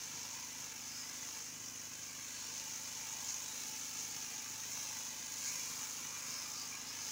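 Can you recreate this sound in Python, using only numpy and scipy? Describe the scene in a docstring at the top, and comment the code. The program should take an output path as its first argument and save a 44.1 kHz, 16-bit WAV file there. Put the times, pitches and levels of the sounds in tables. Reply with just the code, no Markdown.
"""Sheep shearing

A sheep is shorn on a tarpaulin beside a corrugated iron wall; both return short echoes.
The drive motor throbs at about 26 turns a second. The cutter swings over the comb about twice as
fast, hissing and rattling. Handpiece resonances flare as it is pushed and turned in the wool."""
import sys
import numpy as np
from scipy import signal
from scipy.fft import rfft, irfft
from scipy.io import wavfile

SR = 44100
rng = np.random.default_rng(int(sys.argv[2]) if len(sys.argv) > 2 else 0)


def int16_out(signal):
    """Quantize to a 16-bit WAV file."""
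    q = np.round(np.clip(np.atleast_2d(signal).T, -1, 1) * 32767)
    wavfile.write(sys.argv[1], SR, q.astype(np.int16))


N = 313551
TIME_S = np.arange(N) / SR
BIN_HZ = np.maximum(np.arange(N + 1) * SR / (2 * N), 1)

# Ground and wall reflections: delay_s, gain_db
ECHOES = [(.0021, -11), (.0068, -15), (.0113, -17), (.019, -18.5)]
# Motor hum: turn_harmonic, relative_db
MOTOR_HARMONICS = [(1, -27), (2, -9.5), (3, -10), (4, 0), (5, -7.5), (6, -8), (7, -7.5), (8, -13.5),
                   (9, 0.5), (10, 1.5), (11, -7.5), (12, -4.5), (13, -10.5), (14, -9.5), (15, -19),
                   (16, -38), (17, -21), (18, -10.5), (19, -22), (20, -33), (21, -9), (22, -34), (23, -28),
                   (24, -23), (25, -15), (26, -15), (27, -8)]
# Handpiece shaken by the fork: swing_harmonic, rms_db
SHAKE_HARMONICS = [(1, -91), (2, -88), (3, -75), (4, -90), (5, -89.5)]
# Noise spectra of motor, housing and blades: freq_hz, relative_db
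THROB_SPECTRUM = [(50, -13), (90, -18), (125, 4.5), (160, 1), (200, 0), (245, 1.5), (310, -1), (400, -8),
                  (800, -42.5)]
HOUSING_SPECTRUM = [(250, -17.5), (400, -10.5), (490, -2), (600, -7), (770, -3.5), (860, -4), (1100, 1),
                    (1500, -2.5), (1850, -2.5), (2800, 1.5), (3400, -3), (4300, -2), (6500, -16.5)]
HISS_SPECTRUM = [(2500, -27.5), (3800, -13.5), (4600, -8.5), (5100, -5), (5600, -0.5), (5850, -0.5),
                 (6150, 3), (6550, 2.5), (7000, -1.5), (7500, -7.5), (8000, -18), (9300, -40),
                 (12000, -48.5)]
SIZZLE_SPECTRUM = [(6500, -22), (8150, -4), (9300, -7), (10600, -4), (12000, -8.5), (13000, -11.5),
                   (13800, -21), (14400, -2), (15000, 1), (15800, -4.5)]
# Housing resonances: pitch_hz, width_hz, gain_db
HOUSING_MODES = [(1659, 69, 1), (2000, 120, -6.5), (2310, 135, -2), (2940, 230, -13.5), (3460, 69, -5),
                 (3950, 74, -5)]
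# Handle air resonance, tuned by the grip: time_s, pitch_hz, level_db
GRIP = [(0, 990, -73), (.28, 980, -60), (.55, 930, -66), (.8, 870, -74), (2.15, 865, -83), (2.4, 950, -70),
        (2.8, 883, -70), (3.2, 868, -61.5), (3.9, 865, -74), (4.35, 865, -64), (4.6, 865, -73),
        (4.9, 885, -61), (5.25, 870, -73), (5.75, 1105, -58.5), (5.98, 1120, -62.5), (6.35, 1250, -58.5),
        (6.8, 1070, -62), (7.11, 900, -69)]
# Fork rattles: centre_s, length_s, level_db
FORK_RATTLES = [(5.497, .06, -53), (5.633, .24, -59), (6.25, .4, -58.5), (6.74, .043, -52)]
# Comb ringing clear of the wool: centre_s, length_s, pitch_hz, level_db
COMB_RINGS = [(.993, 0.16, 5140, -54), (2.4, 0.28, 4430, -62), (3.57, .18, 4070, -61),
              (4.85, 0.39, 4130, -63.5), (6.38, 0.21, 5180, -53), (6.612, .09, 4950, -49.5),
              (6.805, .06, 5350, -58.5), (6.9, .06, 5140, -54), (7.05, .12, 5080, -58)]
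# Comb depth in the wool, 0-1: time_s, depth
WOOL_DEPTH = [(1.38, 0.1), (1.48, .4), (1.9, 0.3), (2.35, 0.1), (7.11, 0.03)]
# How openly the comb faces the listener: time_s, relative_db
FACING = [(0.0, -58), (0.75, -59.1), (1.35, -57), (1.55, -60), (2.2, -58.5), (3.0, -56), (3.6, -54.5),
          (4.1, -55.0), (4.52, -57), (4.8, -53.1), (5.22, -57.0), (5.45, -52), (5.85, -53.5), (6.1, -56.0),
          (6.35, -55), (6.83, -58.5), (7.11, -55)]
# Pushes into the fleece: centre_s, length_s, hiss_boost_db
PUSHES = [(.25, .22, 1.2), (1.2, 0.35, 0.5), (2.45, 0.39, 2), (3.3, .08, 2.6), (4.01, .06, 2.5),
          (5.48, .06, 3.5), (7.07, 0.064, 1)]
# Teeth snagging: start_s, relative_db
SNAGS = [(1.683, -30), (3.3045, -28), (3.3426, -29.5), (3.636, -33), (3.991, -32), (5.473, -37)]


def from_db(db):
    """Decibels to gain."""
    return 10 ** (np.asarray(db) / 20)


def unit_rms(x):
    """Scale to rms 1."""
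    return x / np.sqrt(np.mean(x ** 2) + 1e-20)


def curves(rows):
    """Interpolate each column after time_s per sample."""
    times_s, *columns = np.transpose(rows)
    return [np.interp(TIME_S, times_s, column) for column in columns]


def swell(centre_s, length_s):
    """Rounded rise and fall, peak 1."""
    return np.exp(-np.abs(2 * (TIME_S - centre_s) / length_s) ** 3 / 2)


def drift(rate_hz):
    """Low-passed random wander, rms 1."""
    return unit_rms(irfft(rfft(rng.standard_normal(2 * N)) / (1 + (BIN_HZ / rate_hz) ** 2))[:N])


def cycles(rate_hz, sag_hz_per_s):
    """Cycle count of a steadily slowing drive."""
    return np.cumsum(rate_hz - sag_hz_per_s * TIME_S) / SR


def minimum_phase(log_gain):
    """Causal frequency response with the given log magnitude."""
    cepstrum = irfft(log_gain)
    half = len(cepstrum) // 2
    cepstrum[1:half] *= 2
    cepstrum[half + 1:] = 0
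    return np.exp(rfft(cepstrum))


def colour(x, spectrum):
    """Filter by a body's spectrum; rms 1."""
    hz, db = np.transpose(spectrum)
    low_rolloff = np.minimum(BIN_HZ / hz[0], 1)
    gain = from_db(np.interp(np.log(BIN_HZ), np.log(hz), db)) * low_rolloff
    return unit_rms(irfft(rfft(x, 2 * N) * minimum_phase(np.log(gain)))[:N])


def resonate(x, hz, width_hz):
    """Two-pole resonance, peak gain 1."""
    radius = np.exp(-np.pi * width_hz / SR)
    feedback = [1, -2 * radius * np.cos(2 * np.pi * hz / SR), radius ** 2]
    return signal.lfilter(np.array([1, 0, -1]) * (1 - radius ** 2) / 2, feedback, x)


def glide(x, hz, width_hz):
    """Resonance with a moving centre; rms 1."""
    carrier = np.exp(2j * np.pi * np.cumsum(hz) / SR)
    radius = np.exp(-np.pi * width_hz / SR)
    baseband = signal.lfilter([1], [1, -2 * radius, radius ** 2], x / carrier)
    return unit_rms(np.real(carrier * baseband))


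def ring(x, hz, width_hz):
    """The same resonance twice in series; rms 1."""
    return unit_rms(resonate(resonate(x, hz, width_hz), hz, width_hz))


def bursts(phase, fade_cycles, spread_db):
    """One decaying noise puff per cycle, uneven in strength; rms 1."""
    strengths = from_db(spread_db * np.clip(rng.standard_normal(4096), -2, 2))
    envelope = strengths[phase.astype(int) % len(strengths)] * np.exp(-(phase % 1) / fade_cycles)
    return unit_rms(envelope * rng.standard_normal(N))


def grains(per_s, spread_db):
    """Random clicks of uneven size; rms 1."""
    clicks = (rng.random(N) < per_s / SR) * rng.choice([-1, 1], N)
    return unit_rms(clicks * from_db(spread_db * np.minimum(rng.exponential(1, N), 4)))


def add_echoes(x, sway_s):
    """Ground and wall reflect along paths that shift as the hand moves."""
    return x + sum(from_db(db) * np.interp(TIME_S - delay_s - sway_s * drift(0.55), TIME_S, x)
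                   for delay_s, db in ECHOES)


def motor(turns, hum_db, throb_db):
    """Each turn gives a knock with a rough puff, then a lower thud 0.3 turn later."""
    orders, db = np.transpose(MOTOR_HARMONICS)
    response = minimum_phase(np.log(from_db(np.r_[db[0], db, db[-1]])))[1:-1]
    strike_turns = np.where(orders < 8, 0.8, 0.5)
    hum = np.zeros(N)
    for order, gain, strike in zip(orders, response, strike_turns):
        phase_rad = 2 * np.pi * order * (turns - strike) + np.angle(gain)
        hum += abs(gain) * from_db(1.4 * drift(4)) * np.cos(phase_rad)
    throb = colour(bursts(turns + 0.5, fade_cycles=0.7, spread_db=2), THROB_SPECTRUM)
    return from_db(hum_db) * unit_rms(hum) + from_db(throb_db) * throb


def fork_shake(swings):
    """The fork shakes the handpiece just below the motor's even harmonics, so the two beat."""
    return sum(from_db(db) * np.sqrt(2) * np.cos(2 * np.pi * order * swings)
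               for order, db in SHAKE_HARMONICS)


def handle_air(rubbing, closed_hz, open_hz):
    """Air in the handle rings higher and broader as the hand opens."""
    pitch_hz, level_db = curves(GRIP)
    openness = np.clip((pitch_hz - closed_hz) / (open_hz - closed_hz), 0, 1)
    narrow = glide(rubbing, pitch_hz, width_hz=160)
    broad = glide(rng.standard_normal(N), pitch_hz, width_hz=590)
    return from_db(level_db) * (np.sqrt(1 - openness) * narrow + np.sqrt(openness) * broad)


def fork_rattle(rubbing):
    """The fork rattles as the handpiece is lifted and turned."""
    envelope = sum(from_db(db) * swell(centre_s, length_s) for centre_s, length_s, db in FORK_RATTLES)
    return envelope * ring(rubbing, hz=2330, width_hz=250)


def comb_ring(rubbing):
    """Free teeth ring briefly, pitched by how far they stand out of the wool."""
    return sum(from_db(db) * swell(centre_s, length_s) * ring(rubbing, hz, width_hz=660)
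               for centre_s, length_s, hz, db in COMB_RINGS)


def housing(swings, level_db):
    """Crank and bearings whirr in the hollow handle, knocked at both ends of the swing."""
    swing_knocks = bursts(swings, fade_cycles=0.4, spread_db=2.5)
    end_knocks = bursts(2 * swings, fade_cycles=0.2, spread_db=2)
    force = rng.standard_normal(N) + 0.5 * (swing_knocks + 0.45 * end_knocks)
    whirr = colour(force, HOUSING_SPECTRUM)
    modes = sum(from_db(db) * resonate(whirr, hz, width_hz) for hz, width_hz, db in HOUSING_MODES)
    handle = from_db(2.5) * resonate(whirr, hz=865, width_hz=37)
    return from_db(level_db) * unit_rms(whirr + modes + handle)


def damping(x, wool_depth):
    """Grip and wool damp and free resonances at random; deep wool absorbs the upper mids."""
    centres_hz = np.geomspace(1105, 7530, 20)
    shifted = x + 0.15 * sum(drift(8.5) * resonate(x, hz, hz / 14) for hz in centres_hz)
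    return shifted - wool_depth * resonate(shifted, hz=3750, width_hz=1400)


def snags(fade_s, gain_db):
    """Catching teeth give brief, harder scrapes."""
    envelope = sum(from_db(db) * (TIME_S >= start_s) * np.exp(-np.abs(TIME_S - start_s) / fade_s)
                   for start_s, db in SNAGS)
    return from_db(gain_db) * envelope * colour(rng.standard_normal(N), HISS_SPECTRUM)


def blades(swings, rubbing, hiss_db, sizzle_db, slap_share):
    """Steel rubs and slaps on steel once a swing; the fork chatters four times as fast; fibres snap."""
    wool_feed = from_db(0.8 * drift(120))
    slaps = bursts(swings, fade_cycles=0.25, spread_db=3)
    chatter = bursts(4 * swings, fade_cycles=0.25, spread_db=3)
    knocks = unit_rms(0.71 * slaps + chatter)
    pressure = 1 + 0.4 * slap_share * np.cos(2 * np.pi * (swings - 0.15))
    force = np.sqrt(slap_share) * knocks + np.sqrt(1 - slap_share) * rubbing * wool_feed * pressure
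    snaps = grains(per_s=1500, spread_db=9)
    hiss = from_db(hiss_db) * colour(force, HISS_SPECTRUM)
    sizzle = from_db(sizzle_db) * colour(force + 0.36 * snaps, SIZZLE_SPECTRUM)
    return hiss + sizzle


def scene():
    """Handpiece in the wool, motor behind it; mono."""
    turns = cycles(rate_hz=25.925, sag_hz_per_s=0.018) + 0.004 * drift(4)
    swings = cycles(rate_hz=51.15, sag_hz_per_s=0.025) + 0.18 + 0.012 * drift(8)
    wool_depth, = curves(WOOL_DEPTH)
    facing_db, = curves(FACING)
    facing_db -= facing_db.mean()
    push_db = sum(db * swell(centre_s, length_s) for centre_s, length_s, db in PUSHES)
    push_db += 0.25 * drift(9)  # unsteady hand
    rubbing = unit_rms(rng.standard_normal(N) + 0.5 * grains(per_s=3000, spread_db=4.5))
    cutting = blades(swings, rubbing, hiss_db=-47 + 0.67 * facing_db + push_db,
                     sizzle_db=-54 + facing_db, slap_share=0.25)
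    cutting += snags(fade_s=0.0026, gain_db=-8.5)
    whirr = housing(swings, level_db=-53 + 0.2 * facing_db + 0.28 * push_db - 5 * wool_depth)
    rasp = damping(cutting + whirr, wool_depth)
    rings = handle_air(rubbing, closed_hz=950, open_hz=1260) + fork_rattle(rubbing) + comb_ring(rubbing)
    hum = motor(turns, hum_db=-63.5, throb_db=-68.5) + fork_shake(swings)
    handpiece = from_db(-0.57) * add_echoes(rasp + rings, sway_s=0.000172)
    return (hum + handpiece)[None]


def record(dry):
    """Steep elliptic low-pass."""
    cutoff_hz = 15750
    return signal.sosfilt(signal.ellip(12, 0.1, 70, cutoff_hz, fs=SR, output="sos"), dry)


dry = scene()
out = record(dry)
int16_out(out)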